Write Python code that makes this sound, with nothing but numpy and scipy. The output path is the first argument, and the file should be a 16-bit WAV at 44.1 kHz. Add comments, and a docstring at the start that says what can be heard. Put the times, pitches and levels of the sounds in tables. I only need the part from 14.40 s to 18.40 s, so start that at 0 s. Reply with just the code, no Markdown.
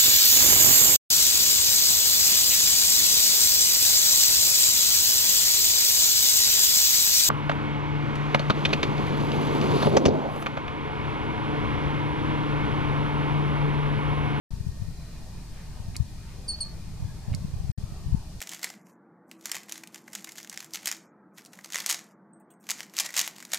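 """After a moment of silence, light wind rumbles and thumps on two microphone ports over hiss and a low hum.
A far bird trills faintly, grass rustles, and something small and close clicks. Midway, a ground squirrel
on a boulder gives two quick alarm chirps: whistles that drop onto a held pitch and linger as the meadow
scatters them back. A second click follows and the wind picks up. The sound cuts out for an instant,
then the strongest gust hits."""
import sys
import numpy as np
from scipy import signal
from scipy.fft import rfft, irfft, next_fast_len
from scipy.io import wavfile
from scipy.ndimage import uniform_filter1d, map_coordinates

SR = 44100
rng = np.random.default_rng(int(sys.argv[2]) if len(sys.argv) > 2 else 0)


def int16_out(signal):
    """Quantize to a 16-bit WAV file."""
    q = np.round(np.clip(np.atleast_2d(signal).T, -1, 1) * 32767)
    wavfile.write(sys.argv[1], SR, q.astype(np.int16))


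N = 176400

# alarm chirps (start [s], length [s], held pitch [Hz], fundamental level [dB], octave level [dB])
CHIRPS = [(2.0795, 0.054, 4413, -29.5, -28), (2.2036, 0.034, 4301, -28, -27.5)]
# colour of the breathy rasp (frequency [Hz], gain [dB])
RASP_EQ = [(2500, -30), (4500, -5), (7000, 5), (10000, -11), (15000, -16)]
DROP_HZ, DROP_S, SETTLE_HZ, SETTLE_S = 640, .0019, 320, .0085
TONE_ATTACK_S, OCTAVE_ATTACK_SHARE, RELEASE_S = 0.0055, .27, 0.012
TONE_FADE_DB_PER_S, OCTAVE_FADE_DB_PER_S = 159, 444
THIRD_DB, RASP_DB = -35, -26  # third harmonic and rasp, relative to the octave
JITTER_SHARE, FLUTTER_DB = 0.0022, 0.6  # roughness of pitch and level
CALL_LEAD_S = .000014  # the call reaches the left port first

# decay of the meadow's scattered tail (frequency [Hz], t60 [s])
MEADOW_DECAY = [(3000, 0.21), (4500, 0.26), (9000, 0.19), (14000, 0.069)]
# EQ on the send to the echoes (frequency [Hz], gain [dB])
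MEADOW_EQ = [(3000, -2), (4150, -8), (4400, -0.5), (4850, -1), (5600, -5), (8500, -16), (14000, -20)]
MEADOW_DB = -3.5
FAR_ECHO_S, FAR_ECHO_DB, FAR_ECHO_T60, FAR_LOWPASS_HZ = .08, -17, 0.2, 5600

# two-stage clicks (snap time [s], snap level [dB], tap level [dB])
CLICKS = [(1.5655, -24, -37), (2.9483, -28.5, -38)]
# woody ring of the tap (frequency [Hz], level [dB], t60 [s])
TAP_MODES = [(1250, -11, 0.022), (2180, -6, 0.046), (2480, -6.5, 0.033), (2830, -3.5, 0.019),
             (3870, -6.5, 0.016)]
# colour of the tap's noise burst (frequency [Hz], gain [dB])
TAP_EQ = [(500, -12), (1200, -8), (2500, -3), (4000, -21), (5000, -27), (12000, -47)]
# bright ring of the snap (frequency [Hz], level [dB], t60 [s])
SNAP_MODES = [(4400, -4, 0.017), (5530, -9.5, 0.017), (6730, -13.5, .013), (7600, -8, 0.011),
              (8970, -13.5, 0.013), (9860, -12, 0.0072)]
# colour of the snap's crack (frequency [Hz], gain [dB])
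SNAP_EQ = [(1000, -27), (3500, -16), (4300, 6.5), (6400, -1), (8000, -1.5), (10300, 2), (12000, -12),
           (16000, -20)]
TAP_LEAD_S, TAP_ATTACK_S, TAP_NOISE_DB, TAP_NOISE_T60 = 0.0099, .0008, -7.5, 0.045
GRAZE_S, GRAZE_DB = .008, -6  # a light touch before the tap
SNAP_ATTACK_S, SNAP_HIGHPASS_HZ, REBOUND_S, REBOUND_DB = .00015, 3600, 0.001094, -4
CRACK_DB, CRACK_T60, CRACK_TAIL_DB, CRACK_TAIL_T60 = -7.5, 0.0055, -6.5, 0.043

# eddies that hit one port (time [s], level [dB], frequency [Hz], port [0 left, 1 right])
THUMPS = [(0.138, -17.5, 97, 0), (0.208, -17, 87, 0), (0.27, -13, 95, 0), (.294, -18, 77.4, 0),
          (.403, -22.5, 99, 0), (0.423, -14.5, 101, 0), (.486, -20, 116, 0), (1.404, -21, 109, 0),
          (1.486, -19.5, 109, 0), (1.6062, -7.5, 87, 0), (1.623, -17.5, 71, 0), (2.604, -23, 88, 1),
          (2.627, -17, 89, 1), (2.884, -15.5, 113, 0), (2.921, -16.5, 90, 1), (2.946, -17, 127, 1),
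          (3.049, -14, 122, 0), (3.142, -16.5, 90, 1), (3.167, -21.5, 80, 0), (3.206, -16.5, 80.6, 0),
          (3.248, -17, 89, 0), (3.299, -11, 98, 0), (3.385, -17, 114, 0), (3.44, -16.5, 96, 0),
          (3.524, -21.5, 113, 1), (3.668, -17.5, 65, 0), (3.731, -10.5, 60, 0), (3.7476, -7, 131.3, 0),
          (3.777, -21, 69.6, 0)]
THUMP_LEAK_DB, THUMP_WIDTH_RAD = -27.5, 1.87
# gusts that drive the buffeting (time [s], level [dB])
GUST_LEVEL = [(.12, -38), (.3, -40), (.5, -40.5), (.6, -46.5), (1.35, -47.5), (1.6, -34.5), (1.7, -45.5),
              (2.3, -46), (2.65, -38.5), (2.8, -47), (2.9, -33), (3.3, -35.5), (3.58, -44), (3.68, -33),
              (3.77, -28), (3.82, -51)]
# colour of the buffeting (frequency [Hz], gain [dB])
BUFFET_EQ = [(15, -3.5), (35, -15.5), (90, -0.5), (160, -8), (220, -20), (280, -26), (600, -61),
             (2000, -78)]
# colour of the steady wind rumble (frequency [Hz], gain [dB])
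RUMBLE_EQ = [(15, 6), (35, -17), (60, -1), (110, -1.5), (160, -1.5), (220, -9), (260, -19.5), (500, -38),
             (2000, -66)]
LUMP_DB, RUMBLE_DB = 4, -42
# colour of the distant wind (frequency [Hz], gain [dB])
AIR_EQ = [(150, -46), (250, -5), (404, -5), (558, -7), (617, -6), (1130, -10.5), (1380, -15.5), (1800, -16),
          (3600, -21), (4680, -37), (7920, -120)]
# slow swells of the distant wind (time [s], level [dB])
AIR_LEVEL = [(.1, -57), (.7, -56), (1.2, -54.5), (1.7, -57), (2.4, -54.5), (2.9, -56.5), (3.4, -54.5),
             (4, -57)]
AIR_SWAY_DB, AIR_PATCH_DB = .8, 3

# soft stirs in the grass (time [s], half length [s], level [dB])
RUSTLES = [(0.747, 0.073, -61.5), (1.19, 0.05, -56), (1.903, 0.053, -56.5)]
# colour of the grass (frequency [Hz], gain [dB])
RUSTLE_EQ = [(300, -10), (1200, 0.5), (2400, 0), (4000, -11), (12000, -27)]
BIRD_START_S, BIRD_LENGTH_S, BIRD_DB = .48, .4, -64

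# colour of the hiss (frequency [Hz], gain [dB])
HISS_EQ = [(1500, -11.5), (3400, -5), (4300, 2), (6000, -1), (7300, -3.5), (9000, -4.5), (11000, -9),
           (15000, -14.5), (15400, -8)]
# partials of the low hum (frequency [Hz], rms level [dB])
HUM_PARTIALS = [(23.5, -48), (47.5, -45.5), (71, -49.5)]
# narrow bands of the whirr (frequency [Hz], width [Hz], rms level [dB])
WHIRR_BANDS = [(305.7, 16, -66.5), (349, 9.2, -72), (399.2, 10.3, -69.5), (621, 31, -71.5),
               (907, 19, -69.5), (1052, 69, -76), (1520, 70, -79.5), (1845, 40, -73.5), (2240, 73, -88)]
# swell and fade of the thin whine (time [s], level [dB])
WHINE_LEVEL = [(.1, -70.5), (1.8, -72), (2.4, -68.5), (2.9, -74), (4, -77)]
HISS_DB, WHIRR_SWAY_DB = -54.5, 1.2

# mutes on the whole mix (start [s], end [s])
SILENCES = [(-1, .105), (3.319, 3.375)]
MUTE_FADE_S, TOP_HZ = .003, 15300


def squirrel():
    """Each whistle drops fast, then settles on its pitch; the octave fades before the fundamental."""
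    out = np.zeros((2, N))
    rasp = amp(RASP_DB) * noise(RASP_EQ, alike=0.51)
    for start, length, hz, tone_db, octave_db in CHIRPS:
        t = np.maximum(clock() - start, 0)
        pitch = hz + DROP_HZ * np.exp(-t / DROP_S) + SETTLE_HZ * np.exp(-t / SETTLE_S)
        phase = 2 * np.pi * np.cumsum(pitch * (1 + JITTER_SHARE * wobble(500))) / SR
        attack = OCTAVE_ATTACK_SHARE * length
        held = np.maximum(t - attack, 0)
        release = 1 - ramp((t - length) / RELEASE_S + .5)
        tone_level = amp(tone_db - TONE_FADE_DB_PER_S * held + FLUTTER_DB * wobble(400))
        tone = pan(db=0.5) * ramp(t / TONE_ATTACK_S) * tone_level * np.sin(phase)
        octave_envelope = ramp(t / attack) ** 1.4 * amp(octave_db - OCTAVE_FADE_DB_PER_S * held)
        overtones = pan(db=-1.0) * np.sin(2 * phase) + amp(THIRD_DB) * np.sin(3 * phase)
        out += release * (tone + octave_envelope * (overtones + rasp))
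    advance_s = np.array([[1], [-1]]) * CALL_LEAD_S / 2
    return filtered(out, lambda hz: np.exp(2j * np.pi * hz * advance_s))


def meadow(call):
    """Rock and grass scatter a short tail; the far side of the meadow returns a dull, diffuse echo."""
    hz, t, grains = signal.stft(rng.standard_normal((2, SR // 2)), SR, nperseg=256)
    tail = signal.istft(grains * decay(t, along(MEADOW_DECAY, hz)[:, None]), SR, nperseg=256)[1]
    since_echo = np.arange(tail.shape[1]) / SR - FAR_ECHO_S
    far_tail = rng.standard_normal(tail.shape) * decay(since_echo, FAR_ECHO_T60)
    send = filtered(call, lambda hz: amp(along(MEADOW_EQ, hz)))
    far_send = filtered(send, lambda hz: 1 / (1 + (hz / FAR_LOWPASS_HZ) ** 10))
    return amp(MEADOW_DB) * reverb(send, tail) + amp(FAR_ECHO_DB) * reverb(far_send, far_tail)


def clicks():
    """A woody tap, then a thin, bright snap that rebounds once: each short modes plus a noise burst."""
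    tap_noise = amp(TAP_NOISE_DB) * noise(TAP_EQ, alike=0.49)
    crack_noise = amp(CRACK_DB) * noise(SNAP_EQ, alike=0.085)
    out = np.zeros((2, N))
    for start, snap_db, tap_db in CLICKS:
        t = clock() - start
        since_tap = t + TAP_LEAD_S
        tap = ring(TAP_MODES, since_tap, TAP_ATTACK_S) + tap_noise * decay(since_tap, TAP_NOISE_T60)
        graze = amp(GRAZE_DB) * ring(TAP_MODES, since_tap + GRAZE_S, TAP_ATTACK_S)
        strike = ring(SNAP_MODES, t, SNAP_ATTACK_S)
        rebound = amp(REBOUND_DB) * ring(SNAP_MODES, t - REBOUND_S, SNAP_ATTACK_S)
        crack = crack_noise * (decay(t, CRACK_T60) + amp(CRACK_TAIL_DB) * decay(t, CRACK_TAIL_T60))
        snap = filtered(strike + rebound + crack, lambda hz: 1 - 1 / (1 + (hz / SNAP_HIGHPASS_HZ) ** 12))
        out += amp(snap_db) * snap + amp(tap_db) * (tap + graze)
    return pan(db=-2.5) * out


def thumps():
    """An eddy pushes and then pulls on one port; the other barely feels it."""
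    out = np.zeros((2, N))
    for centre, db, hz, port in THUMPS:
        phase = 2 * np.pi * hz * (clock() - centre)
        push_pull = -np.sin(phase) * np.exp(-(phase / THUMP_WIDTH_RAD) ** 2 / 2)
        reach = np.where(np.arange(2) == port, 1, amp(THUMP_LEAK_DB))
        out += reach[:, None] * amp(db) * push_pull
    return out


def wind():
    """Lumpy buffeting that differs from port to port, over a steady rumble and the rush of distant air."""
    lumps = amp(LUMP_DB * np.array([wobble(18), wobble(18)]))
    buffet = amp(curve(GUST_LEVEL)) * pan(db=4.5) * unit(lumps * noise(BUFFET_EQ, alike=0.45))
    air_level = amp(curve(AIR_LEVEL) + AIR_SWAY_DB * wobble(8.22))
    air = pan(db=1.5) * air_level * patchy(noise(AIR_EQ, alike=0.62), AIR_PATCH_DB)
    rumble = amp(RUMBLE_DB) * noise(RUMBLE_EQ, alike=0.99)
    return buffet + rumble + air


def grass():
    """Grass stirs in soft, short swells of midrange noise."""
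    stir = sum(amp(db) * np.exp(-((clock() - centre) / half) ** 2) for centre, half, db in RUSTLES)
    return stir * noise(RUSTLE_EQ, alike=0.38)


def far_bird():
    """A faint trill, smeared by distance into one swell of narrow noise."""
    swell = np.sin(np.pi * np.clip((clock() - BIRD_START_S) / BIRD_LENGTH_S, 0, 1))
    return amp(BIRD_DB) * swell * band(centre_hz=4040, width_hz=110)


def background():
    """The bed: a wavering low hum, a faint whirr, a thin whine that fades late and an even hiss."""
    hum = sum(amp(db) * np.sqrt(2) * np.sin(2 * np.pi * hz * clock() + 0.56 * wobble(3.98))
              for hz, db in HUM_PARTIALS)
    whirr = sum(amp(db + WHIRR_SWAY_DB * wobble(2.83)) * band(hz, width) for hz, width, db in WHIRR_BANDS)
    whine = amp(curve(WHINE_LEVEL)) * band(centre_hz=2463, width_hz=52)
    hiss = amp(HISS_DB) * pan(db=1.5) * noise(HISS_EQ, alike=0.013)
    return hum + whirr + whine + hiss


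def ring(modes, t, attack):
    """Damped modes that reach the two ports a little out of phase."""
    phases = rng.uniform(0, 2 * np.pi, (len(modes), 1, 1))
    phases = phases + rng.uniform(0, np.pi / 2, (len(modes), 2, 1))
    tones = sum(amp(db) * decay(t, t60) * np.sin(2 * np.pi * hz * t + phase)
                for (hz, db, t60), phase in zip(modes, phases))
    return ramp(t / attack) * tones


def reverb(send, tail):
    """Convolve with a stereo tail, scaled to unit energy on the left."""
    return signal.fftconvolve(send, tail / np.linalg.norm(tail[0]), axes=1)[:, :N]


def noise(eq, alike):
    """Coloured stereo noise of rms 1; alike is the left-right correlation."""
    mid, side = filtered(rng.standard_normal((2, N)), lambda hz: amp(along(eq, hz)))
    spread = np.arccos(alike) / 2
    mid, side = np.cos(spread) * mid, np.sin(spread) * side
    return unit(np.array([mid + side, mid - side]))


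def band(centre_hz, width_hz):
    """Narrow stereo noise of rms 1, mostly alike on both sides."""
    white = rng.standard_normal((2, N))
    mid, side = filtered(white, lambda hz: 1 / (1 + (2 * (hz - centre_hz) / width_hz) ** 2))
    return unit(np.array([mid + 0.21 * side, mid - 0.67 * side]))


def patchy(x, depth_db):
    """Each region of time and frequency swells and sinks on its own."""
    grains = signal.stft(x, nperseg=1024)[2]
    swells = uniform_filter1d(rng.standard_normal(grains.shape[1:]), size=5, axis=0)
    swells = uniform_filter1d(swells, size=9, axis=1)
    return unit(signal.istft(grains * amp(depth_db * unit(swells)), nperseg=1024)[1][:, :N])


def filtered(x, response):
    """Shape x with a gain that is a function of frequency."""
    size = next_fast_len(N + SR // 2)
    return irfft(rfft(x, size) * response(np.fft.rfftfreq(size, 1 / SR)), size)[..., :N]


def along(points, hz):
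    """Join (frequency [Hz], value) points on a log axis."""
    knots_hz, values = np.transpose(points)
    return np.interp(np.log(hz + 1), np.log(knots_hz + 1), values)


def curve(points):
    """An automation line through (time [s], value) points."""
    return np.interp(clock(), *np.transpose(points))


def wobble(rate):
    """Smooth random modulation, rate knots a second."""
    return map_coordinates(rng.standard_normal(int(N * rate / SR) + 4), [clock() * rate])


def ramp(u):
    """A quarter-sine fade from 0 to 1."""
    return np.sin(np.pi / 2 * np.clip(u, 0, 1))


def decay(t, t60):
    return (t >= 0) * amp(-60 * np.abs(t) / t60)


def pan(db):
    """Stereo gains with the left db above the right."""
    return amp(np.array([[db], [-db]]) / 2)


def amp(db):
    return 10 ** (np.asarray(db) / 20)


def unit(x):
    return x / np.sqrt(np.mean(x ** 2) + 1e-20)


def clock():
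    return np.arange(N) / SR


def scene():
    """The call and its echoes up front, with clicks, wind and the quiet meadow behind."""
    call = squirrel()
    return call + meadow(call) + clicks() + thumps() + wind() + grass() + far_bird() + background()


def record(dry):
    """Mute the mix at the start and once more briefly, then cut the very top of the treble."""
    t = clock()
    gates = [ramp(np.maximum(start - t, t - end) / MUTE_FADE_S) ** 2 for start, end in SILENCES]
    return filtered(dry * np.prod(gates, axis=0), lambda hz: hz < TOP_HZ)


dry = scene()
out = record(dry)
int16_out(out)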